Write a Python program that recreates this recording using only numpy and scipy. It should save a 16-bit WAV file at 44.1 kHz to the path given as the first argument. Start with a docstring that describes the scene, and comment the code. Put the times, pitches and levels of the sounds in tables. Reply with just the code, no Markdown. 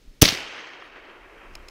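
"""Rifle shot in open woods

One shot heard from the shooter's head: bright noise bursts make the crack, an N-shaped pressure wave the blast.
Spikes with short noise sprays echo from trunks; fading noise bands roll on from forest and slopes, ever duller.
The microphone overloads and its gain ducks, then slowly recovers. The rifle is lowered with a soft
rumble of filtered noise and two small groups of ringing metal clicks, over a faint hiss and one rustle."""
import sys
import numpy as np
from scipy import signal
from scipy.fft import rfft, irfft
from scipy.io import wavfile
from scipy.ndimage import uniform_filter1d

SR = 44100
rng = np.random.default_rng(int(sys.argv[2]) if len(sys.argv) > 2 else 0)


def dump(signal):
    """Clip the signal to [-1, 1] and save it as 16-bit WAV at the path in sys.argv[1]."""
    limited = np.clip(np.atleast_2d(signal).T, -1, 1)
    pcm = np.round(limited * 32767).astype(np.int16)
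    wavfile.write(sys.argv[1], SR, pcm)


N = 74970
TIME = np.arange(N) / SR   # s


def from_db(db):
    """Decibels to gain."""
    return 10 ** (np.asarray(db) / 20)


def rms_one(x):
    """Scale to unit rms."""
    return x / np.sqrt(np.mean(x ** 2) + 1e-20)


def at_hz(points, hz):
    """Read every column of a table at a frequency, in between rows on a log scale."""
    freqs, *columns = np.transpose(points)
    return [np.interp(np.log(hz), np.log(freqs), column) for column in columns]


def colour(x, points):
    """Filter with the given spectrum that never sounds ahead of its input; white noise keeps its power."""
    size = 2 * N
    freqs = np.arange(N + 1) * SR / size + 1   # the 1 Hz shift avoids log(0)
    gain = rms_one(from_db(at_hz(points, freqs)[0]))
    # folding the cepstrum onto positive times gives the minimum-phase filter
    cepstrum = irfft(np.log(gain))
    cepstrum[1:N] *= 2
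    cepstrum[N + 1:] = 0
    response = np.exp(rfft(cepstrum))
    return irfft(rfft(x, size) * response)[:N]


def butterworth(x, order, hz, kind="low"):
    """Smooth low-pass or high-pass filter."""
    return signal.sosfilt(signal.butter(order, hz, kind, fs=SR, output="sos"), x)


def noise_bands():
    """Quarter-octave bands of noise as (centre Hz, band), unit power per octave."""
    edges = 25.7 * 2 ** (np.arange(38) / 4)
    white = rfft(rng.standard_normal(N))
    freqs = np.fft.rfftfreq(N, 1 / SR)
    for low, high in zip(edges, edges[1:]):
        band = irfft(white * (freqs >= low) * (freqs < high), N)
        yield np.sqrt(low * high), rms_one(band) / 2


def flicker(span_s):
    """Random wobble of rms 1 that changes over the given time."""
    return rms_one(uniform_filter1d(rng.standard_normal(N), max(2, int(span_s * SR))))


def dying(start, t60):
    """Exponential decay from a start time, falling 60 dB in t60 seconds."""
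    return (TIME >= start) * np.exp(-np.log(1000) * np.maximum(TIME - start, 0) / t60)


def impulses(rows, scatter, t60):
    """Each row is a spike with a fading noise spray; scatter is the spray's first rms next to the spike."""
    out = np.zeros(N)
    for s, db in rows:
        out += from_db(db) * scatter * dying(s, t60) * rng.standard_normal(N)
        out[min(int(s * SR), N - 1)] += from_db(db)
    return out


def ring(x, hz, t60):
    """One decaying mode: a two-pole resonator struck by x."""
    radius = np.exp(-np.log(1000) / (t60 * SR))
    angle = 2 * np.pi * hz / SR
    feedback = [1, -2 * radius * np.cos(angle), radius * radius]
    return signal.lfilter([0, np.sin(angle)], feedback, x + 1e-18)


# steady hiss of the quiet woods: (f/Hz, level/dB per octave)
AIR_HISS = [(50, -72.5), (350, -65), (900, -75.5), (2400, -67.5), (5500, -67.5), (8000, -73.5),
            (14000, -75.5)]
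# spectrum of the faint, high rustle: (f/Hz, relative level/dB)
RUSTLE_SPECTRUM = [(3000, -25), (8000, -12), (9700, 3), (11500, -9), (15000, -10)]
RUSTLE_S, RUSTLE_WIDTH_S, RUSTLE_DB = .85, .035, -70


def air():
    """Faint steady hiss from noise bands, and one brief rustle that swells and fades."""
    swell = np.exp(-((TIME - RUSTLE_S) / RUSTLE_WIDTH_S) ** 2)
    rustle = swell * colour(rng.standard_normal(N), RUSTLE_SPECTRUM)
    hiss = sum(from_db(at_hz(AIR_HISS, hz)[0]) * band for hz, band in noise_bands())
    return hiss + from_db(RUSTLE_DB) * rustle


# loudness of the movement rumble: (t/s, level/dB)
RUMBLE_LEVEL = [(0, -66.5), (.085, -44.5), (.125, -51), (.2, -53.5), (.46, -49), (.53, -62), (1.1, -57.5),
                (1.24, -52.5), (1.45, -53), (1.55, -41.5), (1.62, -50), (1.7, -49)]
# spectrum of the rumble: (f/Hz, relative level/dB)
RUMBLE_SPECTRUM = [(8, -17.5), (20, -3.5), (33, 1), (55, -11), (100, -25), (300, -31), (600, -43),
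                   (2000, -76)]


def movement_rumble():
    """Movement at the microphone: low noise whose level rises and falls."""
    noise = rms_one(colour(rng.standard_normal(N), RUMBLE_SPECTRUM))
    return from_db(np.interp(TIME, *np.transpose(RUMBLE_LEVEL))) * noise


# touches of the rifle's metal parts: (t/s, level/dB, low edge f/Hz, share that rings 0-1)
METAL_TOUCHES = [(1.5385, -46, 3000, .8), (1.553, -22, 500, .4), (1.5542, -22.5, 500, .9),
                 (1.5550, -26.5, 700, 0.8), (1.6837, -36, 3500, 0.83), (1.6857, -25, 2005, 0.25),
                 (1.6869, -24.5, 2000, 0.33), (1.6886, -32.5, 2500, .15), (1.6975, -37, 900, .3)]
# spectrum of the dry knocks: (f/Hz, relative level/dB)
KNOCK_SPECTRUM = [(300, -7), (1000, 4), (1450, -5), (2000, 2), (2800, 5.5), (3400, -3), (4000, -1),
                  (5700, 0.5), (7500, -10.5), (11000, -11), (15000, -18.5)]
# ringing modes of the metal: (f/Hz, level/dB, t60/s)
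METAL_MODES = [(990, -36, 0.0091), (2770, -27, .007), (4050, -30, 0.0064), (5000, -26, .012),
               (5300, -17.5, 0.023), (5500, -30, .025), (6630, -29, .013)]


def metal_clicks():
    """Metal parts touch: each spike gives a dry knock and strikes modes that ring briefly."""
    knocks, striking = 0, 0
    for s, db, low_hz, ringing_share in METAL_TOUCHES:
        spike = impulses([(s, db)], scatter=.19, t60=.0084)
        touch = butterworth(spike, 2, low_hz, "high")
        knocks = knocks + touch
        striking = striking + ringing_share * touch
    metal = sum(from_db(db) * ring(striking, hz, t60) for hz, db, t60 in METAL_MODES)
    return colour(knocks, KNOCK_SPECTRUM) + metal


RETURNS_START_S, RETURNS_RISE_S = .2225, .007


def returns(table, rough_db, grain_s, patchy_db):
    """Countless small echoes merge into grainy, patchy noise that dies band by band."""
    out = 0
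    for hz, band in noise_bands():
        db, t60 = at_hz(table, hz)
        patchy_level = from_db(db + patchy_db * flicker(.025))
        out = out + patchy_level * band * dying(RETURNS_START_S, t60)
    onset = np.clip((TIME - RETURNS_START_S) / RETURNS_RISE_S, 0, 1)
    grain = rms_one(from_db(rough_db * flicker(grain_s)))
    return out * onset * grain


# diffuse returns from the forest: (f/Hz, level/dB per octave, t60/s)
FOREST_RETURNS = [(60, -56, 2.1), (189.6, -46, 1.59), (347, -29, 1.5), (990, -27.5, 1.6), (2018, -20, 1.74),
                  (3052, -17, 1.42), (3653, -25, 1.47), (6003, -25.5, 1.114), (7900, -37.5, 1.0),
                  (14000, -53, 0.59)]
# diffuse returns from far slopes: (f/Hz, level/dB per octave, t60/s)
SLOPE_RETURNS = [(101, -68.5, 3), (214.2, -55, 5), (356, -39.5, 5.1), (693.6, -42, 4.91), (1279, -37, 4.5),
                 (2560, -38.5, 4.74), (3053, -42, 4.4), (3600, -54, 3.5), (7000, -76.5, 2.6)]
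# diffuse returns from undergrowth: (f/Hz, level/dB per octave, t60/s)
UNDERGROWTH_RETURNS = [(40, -26, 0.51), (120.2, -19, 0.41), (399.3, -19, 0.5), (1000, -23.5, 0.51),
                       (2530, -8.5, 0.51), (5700, -4, 0.37), (7800, -14.5, .38), (14000, -14, 0.28)]
# the rolling echo swells, or dips, as slopes answer: (t/s, width/s, gain/dB)
SLOPE_SWELLS = [(.575, .055, 2), (.91, 0.028, -1.5), (.975, 0.024, 3), (1.095, 0.037, 3.5),
                (1.43, 0.051, 2.5)]


def woods():
    """The undergrowth's echo fades fastest; forest and slopes roll on in swells."""
    forest = returns(FOREST_RETURNS, rough_db=1.5, grain_s=.003, patchy_db=1.3)
    slopes = returns(SLOPE_RETURNS, rough_db=.63, grain_s=.006, patchy_db=1.45)
    undergrowth = returns(UNDERGROWTH_RETURNS, rough_db=2.0, grain_s=.002, patchy_db=.93)
    swell_db = sum(db * np.exp(-((TIME - s) / width) ** 2) for s, width, db in SLOPE_SWELLS)
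    return undergrowth + from_db(swell_db) * (forest + slopes)


# sharp echoes from single trunks: (t/s, level/dB)
TRUNK_ECHOES = [(0.2298, 6), (0.2323, 0), (0.2395, 16.5), (0.2408, 12), (0.2505, -9), (0.2524, 19),
                (0.2555, 22.5), (0.2585, 12), (0.2788, 14), (0.2807, 5), (0.2868, 16), (0.2882, 3),
                (0.2897, 17.5), (0.3005, -7), (0.3062, 2), (0.3222, 5), (0.3240, -2), (0.3258, -9),
                (0.3328, 2), (0.3490, 2), (0.3505, -4), (0.3745, -2)]
# their spectrum: (f/Hz, relative level/dB)
TRUNK_SPECTRUM = [(100, -10), (400, -7.5), (900, -7.5), (2000, 0), (3500, 1), (5800, 0.5), (7500, -24),
                  (15000, -21.5)]
# low thuds of the blast off ground and thick trunks: (t/s, level/dB)
BLAST_THUDS = [(0.2395, 15), (0.2556, 8), (0.2600, 10.5), (0.2885, -2), (0.3225, 5), (0.3270, 7)]
# their spectrum: (f/Hz, relative level/dB)
THUD_SPECTRUM = [(30, -14), (70, -5), (130, 0), (220, -5), (320, -1), (550, -9), (1000, -25), (3000, -55)]
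# dull, distant slaps: (t/s, level/dB)
FAR_SLAPS = [(0.6420, -14), (0.8229, -16), (0.8238, -10), (0.9612, -16.5)]
# their spectrum: (f/Hz, relative level/dB)
SLAP_SPECTRUM = [(300, -20), (750, -9), (1100, 4.5), (2000, 0), (3000, -11), (5000, -38), (12000, -67)]


def echoes():
    """Single reflections as filtered spikes: sharp near trunks, low thuds and far slaps."""
    trunks = colour(impulses(TRUNK_ECHOES, scatter=.165, t60=.015), TRUNK_SPECTRUM)
    thuds = colour(impulses(BLAST_THUDS, scatter=.03, t60=.03), THUD_SPECTRUM)
    slaps = colour(impulses(FAR_SLAPS, scatter=.06, t60=.031), SLAP_SPECTRUM)
    return trunks + thuds + slaps


# the blast's brief ring: (f/Hz, level/dB, t60/s)
BLAST_MODES = [(285, -41.5, 0.026), (435, -42, .022), (620.7, -40, .025)]
BLAST_S, BLAST_LENGTH_S, BLAST_DB = .2229, .00647, 19.5
BLAST_LOW_HZ, BLAST_HIGH_HZ = 25, 1020
BLAST_BEND = .82   # below 1 the pressure swings back early


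def blast():
    """The muzzle's N-shaped pressure wave, band-limited, sets off a brief ring."""
    phase = (TIME - BLAST_S) / BLAST_LENGTH_S
    wave = (2 * np.clip(phase, 0, 1) ** BLAST_BEND - 1) * (phase >= 0) * (phase < 1)
    wave = butterworth(wave, 2, BLAST_HIGH_HZ)
    wave = butterworth(wave, 1, BLAST_LOW_HZ, "high")
    slope = np.gradient(wave)
    body = 0
    for hz, db, t60 in BLAST_MODES:
        body = body + from_db(db) * ring(slope, hz, t60) * SR / (2 * np.pi * hz)
    return from_db(BLAST_DB) * (wave + body)


# bright bursts from the action to the muzzle crack and its ground bounce: (t/s, length/s, level/dB)
CRACK_BURSTS = [(0.2138, 0.0023, -14), (0.2165, 0.0034, 4), (0.217, 0.00032, 3.5), (0.2203, .0024, 27),
                (0.2274, 0.00067, 21)]
# their spectrum: (f/Hz, relative level/dB)
CRACK_SPECTRUM = [(200, -18), (1000, -11.5), (1500, -6.5), (2500, 0), (4000, -0.5), (6000, 3.5),
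                  (7500, -9.5), (12000, -7.5), (16000, -6.5)]


def crack():
    """Very short bursts of bright noise: each starts at once, holds, then drops sharply."""
    level = 0
    for s, length, db in CRACK_BURSTS:
        fall = np.exp(-np.maximum(TIME - s - length, 0) / .000097)
        level = level + from_db(db) * (TIME >= s) * fall
    return colour(level * rng.standard_normal(N), CRACK_SPECTRUM)


def scene():
    """Everything at one microphone."""
    shot = crack() + blast()
    answer = echoes() + woods()
    handling = metal_clicks() + movement_rumble()
    return (shot + answer + handling + air())[None]


OVERLOAD_DB, CEILING_DB = 14, -.67
RELEASE_DB_PER_S, LOOKAHEAD_S = 11, .00821
CUTOFF_HZ = 15800


def record(dry):
    """The input overloads, the gain ducks just ahead of loud peaks and recovers slowly, the top is cut."""
    top = from_db(OVERLOAD_DB)
    x = top * np.tanh(dry[0] / top)
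    over_db = np.maximum(20 * np.log10(np.abs(x) + 1e-9) - CEILING_DB, 0)
    # hold the largest duck so far, less what has been released since
    release_db = RELEASE_DB_PER_S * TIME
    duck_db = np.maximum.accumulate(over_db + release_db) - release_db
    early_db = np.interp(TIME + LOOKAHEAD_S, TIME, duck_db)
    x = x * from_db(-uniform_filter1d(early_db, size=64))
    return signal.sosfilt(signal.ellip(10, .1, 70, CUTOFF_HZ, fs=SR, output="sos"), x)[None]


dry = scene()
out = record(dry)
dump(out)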